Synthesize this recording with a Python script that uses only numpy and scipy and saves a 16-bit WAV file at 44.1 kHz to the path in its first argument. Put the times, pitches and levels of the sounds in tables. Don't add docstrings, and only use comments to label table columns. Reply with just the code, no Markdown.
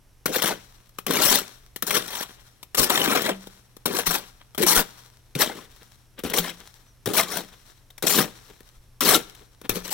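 import sys
import numpy as np
from scipy import signal
from scipy.fft import rfft, irfft
from scipy.io import wavfile
from scipy.ndimage import uniform_filter1d, map_coordinates

SR = 44100
rng = np.random.default_rng(int(sys.argv[2]) if len(sys.argv) > 2 else 0)


def transcribe(u):
    v = np.clip(np.atleast_2d(u).T, -1, 1)
    q = np.round(v * 32767).astype(np.int16)
    wavfile.write(sys.argv[1], SR, q)


N = 437913
T = np.arange(N) / SR
HZ = np.fft.rfftfreq(4096, 1 / SR)

# (t/s, relative crack/dB, relative thud/dB, sinking time/s, relative sinking force/dB)
BITE_EVENTS = [(0.257, -13.5, -15, .06, -29.5), (1.065, -18, -30, 0.13, -26.5),
               (1.823, -17, -31, 0.0087, -31), (2.746, -15.5, -38, 0.027, -40),
               (3.856, -11.5, -18, 0.087, -29), (4.578, -18, -20, 0.048, -26),
               (5.351, -22, -32, 0.055, -31.5), (6.236, -24.5, -19, 0.036, -29),
               (7.058, -21.5, -23.5, 0.043, -25), (8.024, -19.5, -27.5, 0.024, -25.5),
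               (9.007, -11, -28, .05, -27), (9.693, -12, -14, 0.02, -29)]
# (t/s, rise/s, hold/s, fall by 20 dB/s, then relative levels: sand on steel/dB, gravel crunch/dB, tub drumming/dB)
PULL_EVENTS = [(0.325, 0.026, 0.016, .07, -23, -23.8, -29.5), (0.415, .006, 0.08, 0.06, -29, -28, -30.5),
               (1.116, 0.048, 0.035, 0.0533, -24.5, -24.5, -29.5),
               (1.213, 0.011, .135, 0.07, -19.5, -24.5, -31.5),
               (1.865, .003, 0.03, 0.07, -29.5, -31.5, -34.5),
               (1.908, 0.046, 0.023, 0.0572, -22.5, -24, -27.5), (1.993, 0.17, 0.058, 0.05, -33, -34, -45),
               (2.771, .012, 0.069, 0.035, -21, -25.5, -28), (2.889, 0.0086, .16, 0.06, -27.5, -23.5, -27),
               (3.07, .03, .08, .09, -26.5, -22.8, -24.5), (3.228, 0.026, .045, .028, -31, -24, -25),
               (3.926, .05, 0.014, 0.06, -26, -28, -35.5), (4.057, 0.008, 0.09, 0.06, -27.5, -30, -34),
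               (4.617, .012, 0.0089, 0.035, -22.5, -24.5, -30),
               (4.664, .006, .06, 0.05, -17.5, -23.5, -30.5),
               (4.749, 0.0091, .047, .025, -17.5, -20.5, -25.5),
               (5.389, 0.029, 0.011, 0.0442, -18, -21, -26.5), (5.44, 0.0054, 0.032, 0.1264, -40, -36, -36),
               (5.545, 0.0083, 0.033, 0.11, -48.5, -47.5, -45),
               (6.334, 0.041, 0.022, 0.0368, -22.5, -27, -26.5), (6.419, 0.009, 0.076, 0.02, -36, -33, -38),
               (7.135, 0.042, .013, 0.0665, -18.8, -20.5, -24.5),
               (7.27, 0.063, 0.054, .05, -30.5, -32.5, -32.5),
               (8.064, .006, 0.11, 0.0423, -20.8, -26.5, -29), (8.165, .015, .04, .04, -21.5, -23, -19.5),
               (9.018, .062, 0.08, 0.042, -19, -20.5, -22), (9.738, 0.018, 0.014, 0.05, -32, -36, -32),
               (9.836, .008, .06, .05, -38, -39.5, -43), (9.905, .022, .02, .05, -22, -28, -36)]


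def amp(db):
    return 10 ** (np.asarray(db) / 20)


def evened(x):
    return x / np.sqrt(np.mean(np.atleast_2d(x).mean(0) ** 2) + 1e-20)


def read(points, hz=HZ):
    f, value = np.transpose(points)
    return np.interp(np.log(hz + 1), np.log(f), value)


def add(mix, s, sound):
    part = mix[..., max(round(s * SR), 0):][..., :sound.shape[-1]]
    part += sound[..., :part.shape[-1]]


def through(x, response):
    return signal.oaconvolve(np.atleast_2d(x), np.atleast_2d(response), axes=1)[:, :N]


def causal(db):
    log_gain = np.log(amp(np.r_[db, db[-2:0:-1]]))
    response = np.fft.ifft(np.exp(np.conj(signal.hilbert(log_gain)))).real
    return response / np.linalg.norm(response)


def wander(hz):
    f = np.fft.rfftfreq(N, 1 / SR)
    return evened(irfft(rfft(rng.standard_normal(N)) / (1 + (f / hz) ** 4), N))


def pair(a, b, same):
    same = np.clip(same, 0, 1)
    return np.array([a, same * a + np.sqrt(1 - same ** 2) * b])


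def grains(per_s, spread_db, same):
    size = amp(spread_db * np.minimum(rng.exponential(1, N), 4))
    size = size * (rng.random(N) < per_s / SR)
    a, b = rng.choice([-1., 1.], (2, N))
    return evened(size * pair(a, b, same))


def shifting(x, depth_db, count=70, size=5):
    hz, t, z = signal.stft(x, SR, nperseg=512, noverlap=384)
    field = rng.standard_normal((count, len(t)))
    field = uniform_filter1d(uniform_filter1d(field, size, axis=1), size, axis=0)
    band = np.sqrt(hz / hz[-1]) * (count - 1)
    field = map_coordinates(field, np.meshgrid(band, np.arange(len(t)), indexing="ij"), order=1)
    gain = amp(depth_db * np.clip(field / field.std(), -2, 2))
    gain = gain / np.sqrt(np.mean(gain ** 2))
    return signal.istft(z * gain, SR, nperseg=512, noverlap=384)[1][:, :N]


def brighten(x, top_db):
    highpass = signal.butter(3, 9000, "highpass", fs=SR, output="sos")
    return x + (amp(top_db) - 1) * signal.sosfiltfilt(highpass, x)


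def outdoors():
    # (f/Hz, relative level/dB)
    air_spectrum = [(12, -28), (20, 10), (120, -3), (168, -9), (607, -17.5), (3950, -25.5), (4940, -27),
                    (5680, -22), (6720, -28.5), (11800, -26), (16000, -35.5)]
    air = evened(through(pair(*rng.standard_normal((2, N)), same=0.69), causal(read(air_spectrum))))
    breeze = pair(wander(hz=49.5), wander(hz=48), same=1.0)
    breeze = evened(breeze * amp(4.8 * wander(hz=9)))
    gust_db = 8 * np.exp(-((T - 8.85) / .2) ** 2)
    hum = np.sin(2 * np.pi * 120 * T) * amp(1.26 * wander(hz=2.4))
    return amp(-57.3) * air + amp(gust_db - 62) * breeze + amp(-60) * hum


def chirp():
    u = np.clip((T - 6.895) / .035, -6, 6)
    pitch_hz = 5850 * (1 - .04 * u + .01 * wander(hz=300))
    return amp(-63) * np.exp(-u ** 2) * np.sin(2 * np.pi * np.cumsum(pitch_hz) / SR)


def yard(x):
    # (f/Hz, t60/s)
    yard_decay = [(500, 0.69), (3000, 0.65), (15000, 0.29)]
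    hz, t, z = signal.stft(rng.standard_normal((2, SR)), SR, nperseg=256)
    early = 4.9 * np.exp(-t / 0.017)
    dying = amp(-60 * t / read(yard_decay, hz)[:, None]) + early
    onset = 1 - np.exp(-t / 0.002)
    tail = signal.istft(z * dying * onset, SR, nperseg=256)[1]
    return through(x, tail / np.linalg.norm(tail[0]))


def placed(x, lag_rad=0.78, lag_hz=380):
    # (t/s, lead of right ear/samples)
    ear_lead = [(1.3, 2.5), (2.9, 5), (4.7, 3.5), (6.2, -1), (9.1, -0.5), (9.9, 3)]
    # (f/Hz, left minus right/dB)
    balance = [(100, 0.5), (300, 4), (1000, 5), (8000, 8), (13000, 11.5)]
    hz = np.fft.rfftfreq(N, 1 / SR)
    lead_samples = np.interp(T, *np.transpose(ear_lead))
    left = map_coordinates(x[0], [np.arange(N) - lead_samples], order=3)
    lean = amp(read(balance, hz))
    turn = np.exp(-1j * lag_rad * np.exp(-np.log((hz + 1) / lag_hz) ** 2))
    gains = 2 * np.array([lean * turn, np.ones_like(lean)]) / (1 + lean)
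    return irfft(rfft(np.array([left, x[1]])) * gains, N)


def bodies():
    # (f/Hz, relative level/dB)
    sand_colour = [(1500, -22.5), (3000, -9), (4200, 2.5), (4900, -4), (6500, -4), (9000, -3.5),
                   (12500, -2), (15800, 0.5)]
    gravel_colour = [(300, -14), (600, -0.5), (950, 2.5), (1600, 3), (2600, -1), (3700, 1.5), (5000, -15),
                     (9000, -51.5)]
    tub_colour = [(40, -28.5), (100, -19), (170, -2.5), (300, 0), (480, 0), (620, -10), (900, -42),
                  (2500, -26.5)]
    # (f/Hz, width/Hz, height/dB)
    blade_modes = [(3260, 83, 4), (5690, 860, 9), (7510, 690, 5), (9550, 680, 5.5), (11880, 380, 6.5)]
    # (f/Hz, relative level/dB, t60/s)
    tub_modes = [(181.5, -26.5, 0.51), (269, -26.5, 0.17), (390.3, -17.5, 0.14), (764, -21, 0.087)]
    ridges_db = sum(db / (1 + (2 * (HZ - hz) / width) ** 2) for hz, width, db in blade_modes)
    t = np.arange(SR // 2) / SR
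    rings = sum(amp(db - 60 * t / t60) * np.cos(2 * np.pi * hz * t) for hz, db, t60 in tub_modes)
    tub = amp(-20) * rings
    add(tub, 0, causal(read(tub_colour)))
    blade = causal(read(sand_colour) + ridges_db)
    gravel = causal(read(gravel_colour) + ridges_db)
    return blade, gravel, tub / np.linalg.norm(tub)


def slumps(blade, gravel, tub):
    # (t/s, gravel/dB, tub/dB)
    slump_events = [(2.39, -53, -71), (4.415, -52, -62), (5.82, -56.5, -52), (6.195, -42, -42),
                    (6.315, -35, -35), (6.61, -49.5, -51), (7.535, -52, -56), (8.505, -56, -49.5),
                    (9.42, -59.5, -52), (9.655, -46, -41)]
    width_s = .014
    patter, pat = sum(np.outer(amp(levels), np.exp(-((T - s) / width_s) ** 2))
                      for s, *levels in slump_events)
    on_gravel = through(patter * grains(per_s=1300, spread_db=3.5, same=0.8), gravel)
    on_tub = through(pat * grains(per_s=3900, spread_db=2.0, same=0.85), tub)
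    return on_gravel + on_tub


def loose_mix():
    usual_db, per_crunch_db, usual_crunch_db, fade_db_per_s = -53, 0.17, -24, 24
    lift_s, lift_db = 0.29, -8.5
    level = np.zeros(N)
    for s, rise, hold, _, _, crunch_db, _ in PULL_EVENTS:
        since = T - (s + rise + hold)
        start_db = usual_db + per_crunch_db * (crunch_db - usual_crunch_db)
        db = start_db - fade_db_per_s * abs(since)
        level = np.maximum(level, amp(db) * (since > 0))
    raised = sum(np.clip((T - s + lift_s) / 0.15, 0, 1) * (T < s) for s, *_ in BITE_EVENTS)
    return level * amp(lift_db * raised)


def crumble(blade, gravel, tub):
    level = loose_mix() * amp(2.3 * wander(hz=21))
    fine = grains(per_s=7000, spread_db=0.0, same=0.29)
    sparse = grains(per_s=130, spread_db=6.0, same=0.37)
    ticks = level * (fine + 0.45 * sparse)
    pats = level * grains(per_s=29, spread_db=2, same=0.83)
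    on_blade = brighten(through(ticks, blade), top_db=-4.5)
    on_gravel = through(ticks + pats / 2, gravel)
    return amp(1.8) * on_blade + amp(-2.5) * on_gravel + amp(-9.5) * through(pats, tub)


def squelches(fall=.17, rough=0.15):
    # (t/s, level/dB, f/Hz, length/s)
    pockets = [(0.305, -28, 490, .035), (0.365, -24, 450, .022), (0.508, -26, 800, .028),
               (2.905, -21, 1050, .016), (2.955, -25, 1250, .015), (3.082, -19, 291.6, 0.021),
               (3.295, -20.5, 540, 0.024), (3.995, -25, 450, .018), (4.157, -24, 910, 0.013),
               (4.64, -17, 360, .028), (4.727, -24, 960, .02), (5.425, -22, 1750, .016),
               (6.35, -24, 434.4, 0.022), (9.112, -21.5, 1190, 0.015), (9.163, -20, 300, 0.021)]
    out, wobble = np.zeros(N), wander(hz=300)
    for s, db, hz, length in pockets:
        near = abs(T - s) < 1.5 * length
        u = (T[near] - s) / length
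        pitch_hz = hz * np.exp(-fall * u) * (1 + rough * wobble[near])
        turns = np.cumsum(pitch_hz) / SR
        out[near] += amp(db - 31 * u ** 2) * np.sin(2 * np.pi * turns)
    return out


def jolts():
    # (t/s, level before the envelope/dB, f/Hz, decay to 1/e/s)
    booms = [(2.787, -21, 115, 0.018), (3.3, -31, 192.5, 0.07), (4.072, -27, 168, .036),
             (6.238, -27, 70, .018), (5.354, -15.5, 141.5, 0.011), (6.385, -28, 173.4, 0.066),
             (7.061, -21, 115, 0.016), (9.698, -27, 110, 0.02)]
    out, t = np.zeros(N), np.arange(SR // 2) / SR
    for s, db, hz, decay in booms:
        envelope = np.exp(-t / decay) * (1 - np.exp(-t * hz))
        add(out, s, amp(db) * np.sin(2 * np.pi * hz * t) * envelope)
    return out


def heaves(rise_s=.008, rebound_s=.042):
    # (t/s, relative level/dB)
    shoves = [(1.289, -29), (2.786, -26), (4.071, -25), (4.769, -19.5), (6.39, -31), (9.693, -26)]
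    out, t = np.zeros(N), np.arange(SR // 2) / SR
    bulge = (1 - np.exp(-(t / rise_s) ** 2)) * (1 - t / rebound_s) * np.exp(-t / rebound_s)
    for s, db in shoves:
        add(out, s, amp(db) * bulge)
    return 2 * out


def chops(blade, gravel, tub, length_s=0.0105, rise_s=0.00045, sharp=.5):
    # (t/s, relative crack/dB, relative thud/dB)
    knocks = [(0.42, -13.5, -39), (0.457, -17, -20.5), (0.475, -20, -52.5), (0.892, -44.5, -61),
              (0.985, -24, -28.5), (1.107, -14.5, -17.5), (1.134, -19, -30), (1.385, -17.5, -35),
              (1.76, -24, -31), (1.906, -15, -29), (2.208, -25, -26), (2.228, -25, -38),
              (2.629, -30.5, -42), (2.898, -16, -24), (3.04, -17, -24), (3.219, -19, -22), (3.47, -34, -31),
              (3.766, -36.5, -36), (3.986, -17, -32), (4.067, -10.5, -26), (4.108, -14.5, -37),
              (4.14, -19, -42), (4.151, -16, -32), (4.547, -30, -40), (4.665, -12, -19), (6.191, -28, -33),
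              (6.298, -24, -29), (6.336, -15, -36), (6.383, -12, -43), (7.134, -22, -25),
              (7.37, -18.5, -43), (7.903, -39, -60), (7.979, -32.5, -59), (8.605, -41.5, -38.5),
              (9.349, -38.5, -60), (9.614, -36, -35)]
    crack, push, t = np.zeros(N), np.zeros(N), np.arange(SR // 10) / SR
    for s, crack_db, thud_db, *_ in BITE_EVENTS + knocks:
        u = t / (length_s * amp(0.17 * (crack_db + 8)))
        burst = (1 - np.exp(-t / rise_s)) * (np.exp(-u ** 2) + 0.27 * np.exp(-u / 2))
        add(crack, s, amp(crack_db) * burst)
        add(push, s + 0.00197, amp(thud_db) * np.exp(-t / 0.000094))
    bright = through(crack * grains(per_s=13000, spread_db=5.5, same=0.41), blade)
    bright = signal.lfilter([1, -sharp], [1], bright)
    dull_grains = shifting(grains(per_s=11000, spread_db=1.0, same=0.76), depth_db=5, count=140)
    dull = through(crack * dull_grains, gravel)
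    return amp(-7.5) * bright + amp(-10.5) * dull + amp(3.5) * through(push, tub)


def push_db(t, rise, hold, fall):
    return -13 * np.clip(1 - t / rise, 0, 1) - 20 * np.maximum(t - rise - hold, 0) / fall


def forces():
    # (sand/dB, gravel/dB, tub/dB)
    sink_colour_db = (-11.5, -8, -0.5)
    # (sand/dB, gravel/dB, tub/dB)
    heap_db = (-4, 0, 1.5)
    # (sand/s, gravel/s, tub/s)
    settle_s = (0, 0.0094, 0.013)
    sink_rise_s, sink_fall_s = 0.0018, 0.054
    power, t = np.zeros((3, N)), np.arange(SR) / SR
    for s, _, _, length, db in BITE_EVENTS:
        push = push_db(t, sink_rise_s, length, sink_fall_s)
        add(power, s, amp(db + np.array(sink_colour_db)[:, None] + push) ** 2)
    for s, rise, hold, fall, *levels in PULL_EVENTS:
        heap = np.clip(t / (rise + hold), 0, 1) - .5
        push = push_db(t, rise, hold, fall + np.array(settle_s)[:, None])
        add(power, s, amp(np.array(levels)[:, None] + np.outer(heap_db, heap) + push) ** 2)
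    return uniform_filter1d(np.sqrt(power), size=120, axis=1)


def jerks():
    breaks = abs(grains(per_s=90, spread_db=1.8, same=1)[0])
    return evened(signal.lfilter([1], [1, -np.exp(-1 / (.0035 * SR))], breaks))


def pebbles(per_s, cycles, count=24):
    clicks = grains(per_s, spread_db=4.0, same=0.76)
    size = rng.integers(0, count, N)
    t, out = np.arange(2048) / SR, np.zeros((2, N))
    for k, hz in enumerate(np.geomspace(520, 3900, count)):
        ring = np.sqrt(hz) * np.sin(2 * np.pi * hz * t) * np.exp(-hz * t / cycles)
        out += through(clicks * (size == k), ring)
    return evened(out)


def scrape(blade, gravel, tub):
    fizz_per_db, usual_sand_db = .25, -26
    sand, crunch, drum = forces()
    slips = evened(amp(1.95 * wander(hz=70.0) + 0.74 * wander(hz=354)))
    lumps = jerks()
    fine, coarse = evened(slips + lumps / 6), evened(slips + lumps / 2)

    sand_grains = shifting(grains(per_s=12000, spread_db=4.5, same=0.21), depth_db=4, count=160)
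    hiss = through(sand * fine * sand_grains, blade)
    sand_db = 20 * np.log10(abs(sand) + 1e-9)
    hiss = brighten(hiss, fizz_per_db * (sand_db - usual_sand_db))

    gravel_grains = shifting(grains(per_s=4000, spread_db=2.0, same=0.85), depth_db=3.8, count=160)
    grit = through(crunch * coarse * gravel_grains, gravel)
    snaps = through(sand * grains(per_s=70, spread_db=3.5, same=0.45), blade)
    stones = crunch * slips * pebbles(per_s=450, cycles=13)

    tub_grains = shifting(grains(per_s=2000, spread_db=2.5, same=0.9), depth_db=2.5, count=120)
    rumble = through(drum * coarse * tub_grains, tub)
    on_steel = amp(-0.03) * hiss + amp(-11) * snaps
    return on_steel + amp(-2.5) * grit + amp(-5.5) * stones + amp(-1.73) * rumble


def scene():
    parts = bodies()
    mix_sounds = slumps(*parts) + crumble(*parts) + squelches()
    work = placed(mix_sounds + chops(*parts) + scrape(*parts))
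    return outdoors() + chirp() + amp(-15.5) * yard(work) + jolts() + heaves() + work


def record(dry):
    dry = dry / (1 + (dry / .85) ** 4) ** .25
    dry = signal.sosfilt(signal.butter(2, 20, "highpass", fs=SR, output="sos"), dry)
    lowpass = signal.firwin(401, 16000, window=("kaiser", 8), fs=SR)
    return signal.oaconvolve(dry, lowpass[None], "same")


dry = scene()
out = record(dry)
transcribe(out)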